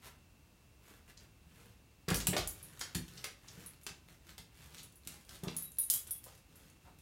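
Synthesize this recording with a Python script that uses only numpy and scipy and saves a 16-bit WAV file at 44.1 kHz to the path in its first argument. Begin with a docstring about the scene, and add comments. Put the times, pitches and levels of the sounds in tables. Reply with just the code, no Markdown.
"""In a small bedroom with steady air noise and a faint whine, a small dog in a sweater steps over a quilt,
jumps down to a wooden floor, paws at a cardboard box and potters about.
Paws thump as ringing floorboards, claws tick as short bursts of coloured noise, sliding paws and
cloth are gritty noise, and collar tags are ringing metal tones. The room fades after each sound."""
import sys
import numpy as np
from scipy import signal
from scipy.fft import rfft, irfft
from scipy.io import wavfile

SR = 44100
rng = np.random.default_rng(int(sys.argv[2]) if len(sys.argv) > 2 else 0)


def store_wav(level_fs):
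    """Save 16-bit WAV to argv[1]."""
    pcm = np.round(np.clip(np.atleast_2d(level_fs), -1, 1) * 32767)
    wavfile.write(sys.argv[1], SR, pcm.T.astype(np.int16))


N = 309226  # length in samples, about 7 s

# The time in which cloth strokes sound thinner and light claw ticks may fall: start and end in seconds.
THIN_CLOTH_AND_TICKS_S = (2.45, 7)


def undb(db):
    """Turn decibels into a plain factor."""
    return 10 ** (np.asarray(db) / 20)


def unit(x):
    """Scale to rms 1."""
    return x / np.sqrt(np.mean(x ** 2) + 1e-20)


def add(out, s, x):
    """Mix x into out from time s (seconds) on."""
    i = max(int(s * SR), 0)
    out[i:i + len(x)] += x[:max(len(out) - i, 0)]


def colour(x, points):
    """Filter through (Hz, dB) points without sounding early; white noise keeps its power."""
    size = 4096
    hz, db = np.transpose(points)
    log_hz = np.log(np.fft.rfftfreq(size, 1 / SR) + 1)
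    gain = unit(undb(np.interp(log_hz, np.log(hz), db)))
    # folding the cepstrum forward gives a filter that reacts at once (minimum phase)
    cepstrum = irfft(np.log(gain))
    cepstrum[1:size // 2] *= 2
    cepstrum[size // 2 + 1:] = 0
    response = irfft(np.exp(rfft(cepstrum)))
    return signal.fftconvolve(x, response)[:len(x)]


def ring(modes, scatter_db, detune):
    """Decaying tones of a struck body; each blow weights and tunes them a little differently."""
    t = np.arange(SR // 2) / SR
    hz, db, t60 = np.transpose(modes)[:, :, None]
    chance = rng.standard_normal((2, len(modes), 1))
    gain = undb(db + scatter_db * chance[0])
    tones = np.sin(2 * np.pi * hz * (1 + detune * chance[1]) * t)
    fades = np.exp(-np.log(1000) * t / t60)
    return (gain * tones * fades).sum(0) / np.sqrt(np.sum(gain ** 2) / 2)


def crack(ms):
    """A contact: one sharp strike, then micro-impacts that die within milliseconds."""
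    t_ms = np.arange(SR // 10) * 1000 / SR
    fade = 0.23 * np.exp(-t_ms / 2.15) + 0.65 * np.exp(-t_ms / ms)
    impacts = rng.standard_normal(len(t_ms)) * fade
    strike_db = 9
    return impacts + undb(strike_db) * signal.unit_impulse(len(t_ms))


def friction(count, grain_db):
    """Noise that catches and slips from one millisecond to the next."""
    hold = SR // 1000
    steps = undb(grain_db * rng.standard_normal(count // hold + 1))
    grip = np.repeat(steps, hold)[:count]
    return unit(grip * rng.standard_normal(count))


# Tone balance of the room noise. Each row: frequency in Hz, relative level in dB per Hz.
AIR_BALANCE = [(15, -42), (25, -40), (38, -7), (66, -2), (223, -15.5), (309, -17.5), (394, -22),
               (2000, -31), (2160, -28), (2690, -30.5), (3080, -31.5), (7110, -34.5), (14400, -38.5),
               (16000, -36)]
# The faint whine. Each row: frequency in Hz, level in dB.
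WHINE_TONES = [(2638, -83), (2762, -83.5)]


def air():
    """Steady room noise with thin tones whose phase wanders at random, so the whine wavers."""
    t = np.arange(N) / SR
    noise_db = -63.05
    out = undb(noise_db) * colour(rng.standard_normal(N), AIR_BALANCE)
    for hz, db in WHINE_TONES:
        drift = 0.012 * np.cumsum(rng.standard_normal(N))  # radians
        out += undb(db) * unit(np.sin(2 * np.pi * hz * t + drift))
    return out


# How long the room rings. Each row: frequency in Hz, time to fade by 60 dB in seconds.
ROOM_DECAY = [(100, 0.62), (400, 0.38), (1000, 0.35), (3000, 0.32), (7000, 0.28), (15000, 0.21)]


def bedroom(x, wet_db):
    """Direct sound, then a dense tail, longest in the bass and drawn afresh every 0.2 s."""
    t = np.arange(SR // 2) / SR
    hz, t60 = np.transpose(ROOM_DECAY)
    pitch = np.log(np.fft.rfftfreq(len(t), 1 / SR) + 1)
    bands = np.array([np.interp(pitch, np.log(hz), share) for share in np.eye(len(hz))])
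    onset = np.clip((t - 0.003) / 0.001, 0, 1)  # near surfaces answer after a few ms
    fades = np.exp(-np.log(1000) * t / t60[:, None]) * onset
    out = x.copy()
    hop = SR // 5  # the tails crossfade, so the fine colour keeps varying
    for i in range(-hop, N, hop):
        at = np.arange(max(i, 0), min(i + 2 * hop, N))
        here = x[at] * (1 - abs(at - i - hop) / hop)
        noise = rfft(rng.standard_normal(len(t)))
        tail = (irfft(bands * noise, len(t)) * fades).sum(0)
        tail /= np.linalg.norm(tail)
        add(out, i / SR, undb(wet_db) * signal.fftconvolve(here, tail))
    return out


# Strokes of sweater and quilt as the dog shifts.
# Each row: peak time in seconds, length in seconds (stretched 1.58 times when played), relative level in dB.
CLOTH_STROKES = [(.055, .076, -53), (0.907, 0.15, -60), (1.094, 0.058, -60), (1.214, 0.07, -65.5),
                 (1.611, 0.26, -64), (2.72, .6, -61.5), (3.165, .17, -59), (3.576, 0.32, -59),
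                 (4.115, 0.1, -63), (4.294, 0.096, -58), (4.615, 0.16, -60), (4.769, .16, -58.5),
                 (5.123, 0.17, -59.5), (5.333, 0.098, -54.5), (5.537, 0.26, -60.5), (5.934, 0.088, -53.5),
                 (6.081, 0.039, -57), (6.291, 0.12, -61.5), (6.604, 0.28, -66.5), (6.872, 0.13, -67.5)]
# Tone balance of rubbing cloth. Each row: frequency in Hz, relative level in dB per Hz.
CLOTH_BALANCE = [(150, -26), (250, -2), (452, -2), (775, -1), (1450, 2.5), (4410, -4), (4820, -6),
                 (8400, -6.5), (13900, -7.5), (16000, -15)]
# Change that makes the rubbing thinner. Each row: frequency in Hz, relative change in dB.
THIN_BALANCE = [(200, 1), (600, -2), (1500, -0.5), (3500, 1.5), (7000, 2.5), (14000, 1)]
# Tone balance of the weight's rumble. Each row: frequency in Hz, relative level in dB per Hz.
TREAD_BALANCE = [(25, -41), (50, -15), (80, -2.5), (150, 1), (260, -10), (500, -11.5), (1200, -45)]
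# the rumble under a stroke of STROKE_DB, and how it grows with the stroke (dB per dB)
STROKE_DB, TREAD_DB, TREAD_GROWTH = -54.5, -65.5, 0.27


def body():
    """Sweater and quilt rub as gritty noise, and the dog's weight rumbles in mattress and floor."""
    full_swells, thin_swells, tread = np.zeros((3, N))
    thin_start, thin_end = THIN_CLOTH_AND_TICKS_S
    for s, length, db in CLOTH_STROKES:
        swell = np.hanning(int(1.58 * length * SR))
        start = s - len(swell) / SR / 2
        strokes = thin_swells if thin_start < s < thin_end else full_swells
        add(strokes, start, undb(db) * swell)
        add(tread, start, undb(TREAD_DB + TREAD_GROWTH * (db - STROKE_DB)) * swell)
    cloth = colour(friction(N, grain_db=6.0), CLOTH_BALANCE)
    weight = colour(rng.standard_normal(N), TREAD_BALANCE)
    full_rub = undb(-3) * cloth * full_swells
    thin_rub = undb(-2.5) * colour(cloth, THIN_BALANCE) * thin_swells
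    return full_rub + thin_rub + tread * weight


# Collar tags knocking together.
# Each row: start in seconds, relative level in dB, hardness from 0 to 1, the tag that rings.
TAG_KNOCKS = [(2.2702, -22.5, 1, "large"), (2.4744, -25.5, 0.78, "medium"), (2.6281, -34.5, 0.1, "large"),
              (3.6613, -35, .5, "large"), (3.8334, -48, 0.8, "large"), (4.831, -42.5, 0.79, "large"),
              (4.957, -48.5, 0.68, "large"), (5.5657, -24, 0.56, "large"), (5.6233, -28, 0.1, "medium"),
              (5.719, -41, 0.6, "large"), (5.7855, -17.5, 0.12, "medium"), (5.829, -28.5, 0.34, "medium"),
              (5.9003, -14.5, .78, "medium"), (5.9379, -19, 0.73, "small"), (5.9507, -25.5, .5, "large"),
              (6.0733, -36.5, 0.6, "large"), (6.1086, -21, 0.23, "small"), (6.2404, -44.5, 0.99, "large"),
              (6.557, -48, 0.65, "large")]


def bounces(count):
    """Each knock and its weaker, softer rebounds, as rows like those of TAG_KNOCKS."""
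    gap_s, loss_db, hardness_kept = 0.007, -7, 0.66  # longest gap; change per touch
    rows = []
    for s, db, hardness, tag in TAG_KNOCKS:
        gap = gap_s * rng.uniform(0.54, 1)
        for k in range(count):
            rows.append((s + k * gap, db + k * loss_db, hardness * hardness_kept ** k, tag))
    return rows


# Ringing tones of the metal.
# Each row: frequency in Hz, relative level in dB, time to fade by 60 dB in seconds.
TAG_MODES = [(8630, -12, 0.11), (8600, -18, 0.048), (8960, -46.5, 0.24), (10000, -6, 0.17),
             (10370, 10, 0.076), (10380, 15.5, 0.071), (11810, 10.5, 0.075), (11470, -25, 0.076),
             (12000, -26, 0.059), (13800, -12, 0.08), (13850, -19, 0.055), (14700, 0, 0.2)]
# The three tags. Each entry: name, then the brightest frequency in Hz and the low ping in Hz.
TAG_PITCHES = {"large": (10300, 3800), "medium": (11800, 3880), "small": (11900, 3365)}
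# Tone balance of the tags' chatter. Each row: frequency in Hz, relative level in dB per Hz.
CHATTER_BALANCE = [(7400, -33), (8500, -2), (10400, -14), (12000, 5), (12800, -13), (16000, -13)]
# Tone balance of their clack. Each row: frequency in Hz, relative level in dB per Hz.
CLACK_BALANCE = [(700, -35.5), (2200, -25.5), (3000, -9.5), (5000, -8), (7500, 1), (11000, -1), (16000, -3)]
# how far a tag's own tones stand out, and over what range
VOICE_DB, VOICE_WIDTH_HZ = 9.5, 910
# clack of the hardest knock against its ring, and how much less the softest gives
CLACK_DB, CLACK_RANGE_DB = 0.5, 28.5
# the low ping, how far a hard knock chokes it, and its flutter: it is a close pair of tones
PING_DB, PING_CHOKE_DB, PING_BEAT_HZ = -20.5, 8.5, 13.4


def tags():
    """Metal tags clack, chatter briefly and ring; a harder knock clacks more and chokes the low ping."""
    rings, chatter, clacks = np.zeros((3, N))
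    for s, ring_db, hardness, tag in bounces(count=2):
        bright_hz, ping_hz = TAG_PITCHES[tag]
        modes = []
        for hz, db, t60 in TAG_MODES:
            boost = VOICE_DB * np.exp(-((hz - bright_hz) / VOICE_WIDTH_HZ) ** 2)
            modes.append((hz, db + boost, t60))
        add(rings, s, undb(ring_db) * ring(modes, scatter_db=4.5, detune=0.007))
        ping = ring([(ping_hz, 0, 0.2)], scatter_db=0, detune=0.004)
        beat = np.sin(np.pi * PING_BEAT_HZ * np.arange(len(ping)) / SR)
        ping_db = ring_db + PING_DB - PING_CHOKE_DB * hardness
        add(rings, s, undb(ping_db) * ping * beat)
        add(chatter, s, undb(ring_db) * crack(ms=4.4))
        clack_db = ring_db + CLACK_DB - CLACK_RANGE_DB * (1 - hardness)
        add(clacks, s, undb(clack_db) * crack(ms=4.1))
    bright_chatter = undb(-12) * colour(chatter, CHATTER_BALANCE)
    return undb(-14.0) * rings + bright_chatter + colour(clacks, CLACK_BALANCE)


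# Paws sliding and pushing on wood, cardboard and bedding.
# Each row: start in seconds, length in seconds, relative level in dB, centre frequency in Hz.
PAW_SLIDES = [(1.171, 0.012, -56, 4630), (2.086, 0.059, -39, 1310), (2.1, 0.081, -45, 338),
              (2.327, 0.051, -39, 430), (2.147, .05, -42.5, 8900), (2.329, 0.024, -41.5, 2250),
              (2.364, .043, -43.5, 3730), (2.807, 0.02, -48, 4380), (3.172, 0.017, -51, 4080),
              (3.238, 0.054, -54.5, 2360), (3.443, 0.0077, -57.5, 830), (3.477, 0.021, -51.5, 4830),
              (3.866, 0.011, -46.5, 3730), (4.774, 0.044, -56.5, 4400), (5.43, 0.084, -53.5, 780),
              (5.475, 0.026, -46.5, 3350), (6.256, .048, -61, 670), (6.851, 0.051, -63, 800)]


def scuffs():
    """Sliding paws: gritty friction that swells fast and fades, in one broad resonance."""
    out = np.zeros(N)
    for s, length, db, hz in PAW_SLIDES:
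        u = np.linspace(0, 1, int(length * SR))
        edges = [hz / 1.6, min(hz * 1.6, SR / 2 - 1)]
        band = signal.butter(2, edges, "band", fs=SR, output="sos")
        grit = unit(signal.sosfilt(band, friction(len(u), grain_db=5)))
        swell = np.sin(np.pi * np.sqrt(u))
        add(out, s, undb(db) * grit * swell)
    return out


# Paws landing on boards and bed.
# Each row: start in seconds, relative level in dB, contact time in milliseconds.
PAW_LANDINGS = [(1.465, -55, 5), (2.082, -31, 1), (2.115, -26.5, 3.1), (2.147, -31.5, 11),
                (2.284, -28.5, 3), (2.388, -35.5, 11.3), (2.953, -32.5, 4), (3.575, -48, 2.8),
                (3.905, -50.5, 6.4), (4.394, -52, 5.4), (5.066, -49.5, 2.5), (5.433, -37, 1.5),
                (5.47, -33.5, 2.4)]
# Ringing floorboards. Each row: frequency in Hz, relative level in dB, time to fade by 60 dB in seconds.
BOARD_MODES = [(51, -9, 0.29), (77.2, -17, 0.34), (110.5, -10, 0.24), (162, -23, 0.11), (176.7, 11.5, 0.11),
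               (246, -3.5, 0.3), (316, -3, 0.24), (386, 2.5, 0.085), (460, -3, 0.36)]


def thuds():
    """A soft pad pushes the boards; the longer the push, the deeper the thump."""
    out = np.zeros(N)
    for s, db, ms in PAW_LANDINGS:
        push = np.hanning(max(int(ms * SR / 1000), 3))
        thump = signal.fftconvolve(ring(BOARD_MODES, scatter_db=3.0, detune=0.016), push)
        add(out, s, undb(db) * thump / np.abs(thump).max())
    # small boards radiate little deep bass
    low_cut = signal.butter(4, 54, "high", fs=SR, output="sos")
    return undb(5.0) * signal.sosfilt(low_cut, out)


def patter():
    """Light claw ticks at random moments, as rows like those of CLAW_STRIKES."""
    per_second, level_db, spread_db, bright_db = 5, -60.5, -0.5, 8
    start, end = THIN_CLOTH_AND_TICKS_S
    rows = []
    for when, size in rng.random((int(per_second * (end - start)), 2)):
        rows.append((start + (end - start) * when, level_db + spread_db * (2 * size - 1), bright_db))
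    return rows


# Claws striking wood. Each row: start in seconds, relative level in dB,
# brightness in dB (below 0 a flat paw, above 0 the claw tip).
CLAW_STRIKES = [(2.0817, -43, -14), (2.0855, -32, 2.5), (2.103, -28, 0), (2.144, -28, 5.5),
                (2.2031, -34, -2.5), (2.2697, -28.5, -4), (2.366, -26.5, -8), (2.379, -31.5, 0.5),
                (2.7942, -50, 13), (2.8117, -31.5, -3.5), (2.948, -34, 0.5), (2.9515, -30.5, 3.5),
                (3.0806, -47, -1), (3.2422, -31, -0.5), (3.8658, -32.5, -3), (3.8924, -43.5, -9),
                (4.3804, -41, -0.5), (5.0737, -39, 7.5), (5.2923, -44, -0.5), (5.436, -45, 7.5)]
# Tone balance of the woody knock. Each row: frequency in Hz, relative level in dB per Hz.
KNOCK_BALANCE = [(120, -23.5), (300, -7.5), (600, -5), (1500, -6), (2200, -5), (4000, -38.5)]
# Tone balance of the click. Each row: frequency in Hz, relative level in dB per Hz.
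CLICK_BALANCE = [(900, -14.5), (2000, -3.5), (3200, 2.5), (6000, -1), (8000, -5.5), (13000, -22.5)]
# Tone balance of the snap of horn. Each row: frequency in Hz, relative level in dB per Hz.
SNAP_BALANCE = [(4000, -6), (7000, 1), (10000, 6.5), (13000, 3.5), (16000, -2)]
# lighter steps than FIRM_DB lose knock faster than click (extra dB per dB)
FIRM_DB, KNOCK_GROWTH = -28, 0.24


def claws():
    """Claws give a woody knock, a click and a snap of horn; a firm flat paw knocks, a tip snaps."""
    knock, click, snap = np.zeros((3, N))
    for s, db, bright_db in list(CLAW_STRIKES) + patter():
        knock_db = db - bright_db + KNOCK_GROWTH * (db - FIRM_DB)
        add(knock, s, undb(knock_db) * crack(ms=7.0))
        add(click, s, undb(db) * crack(ms=5.56))
        add(snap, s, undb(db + bright_db) * crack(ms=4.3))
    woody_knock = undb(-12.5) * colour(knock, KNOCK_BALANCE)
    dry_click = undb(-3) * colour(click, CLICK_BALANCE)
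    bright_snap = undb(-6) * colour(snap, SNAP_BALANCE)
    return woody_knock + dry_click + bright_snap


def scene():
    """Paws, cloth, tags and boards in the bedroom, over its steady air."""
    contacts = bedroom(claws() + scuffs() + body(), wet_db=1.5)
    metal = bedroom(tags(), wet_db=2.5)
    boards = bedroom(thuds(), wet_db=-5)
    return (contacts + metal + boards + air())[None]


def record(dry):
    """The recorder steeply cuts the treble above 15.9 kHz."""
    top_cut = signal.ellip(10, 0.2, 70, 15900, fs=SR, output="sos")
    return signal.sosfilt(top_cut, dry)


dry = scene()
out = record(dry)
store_wav(out)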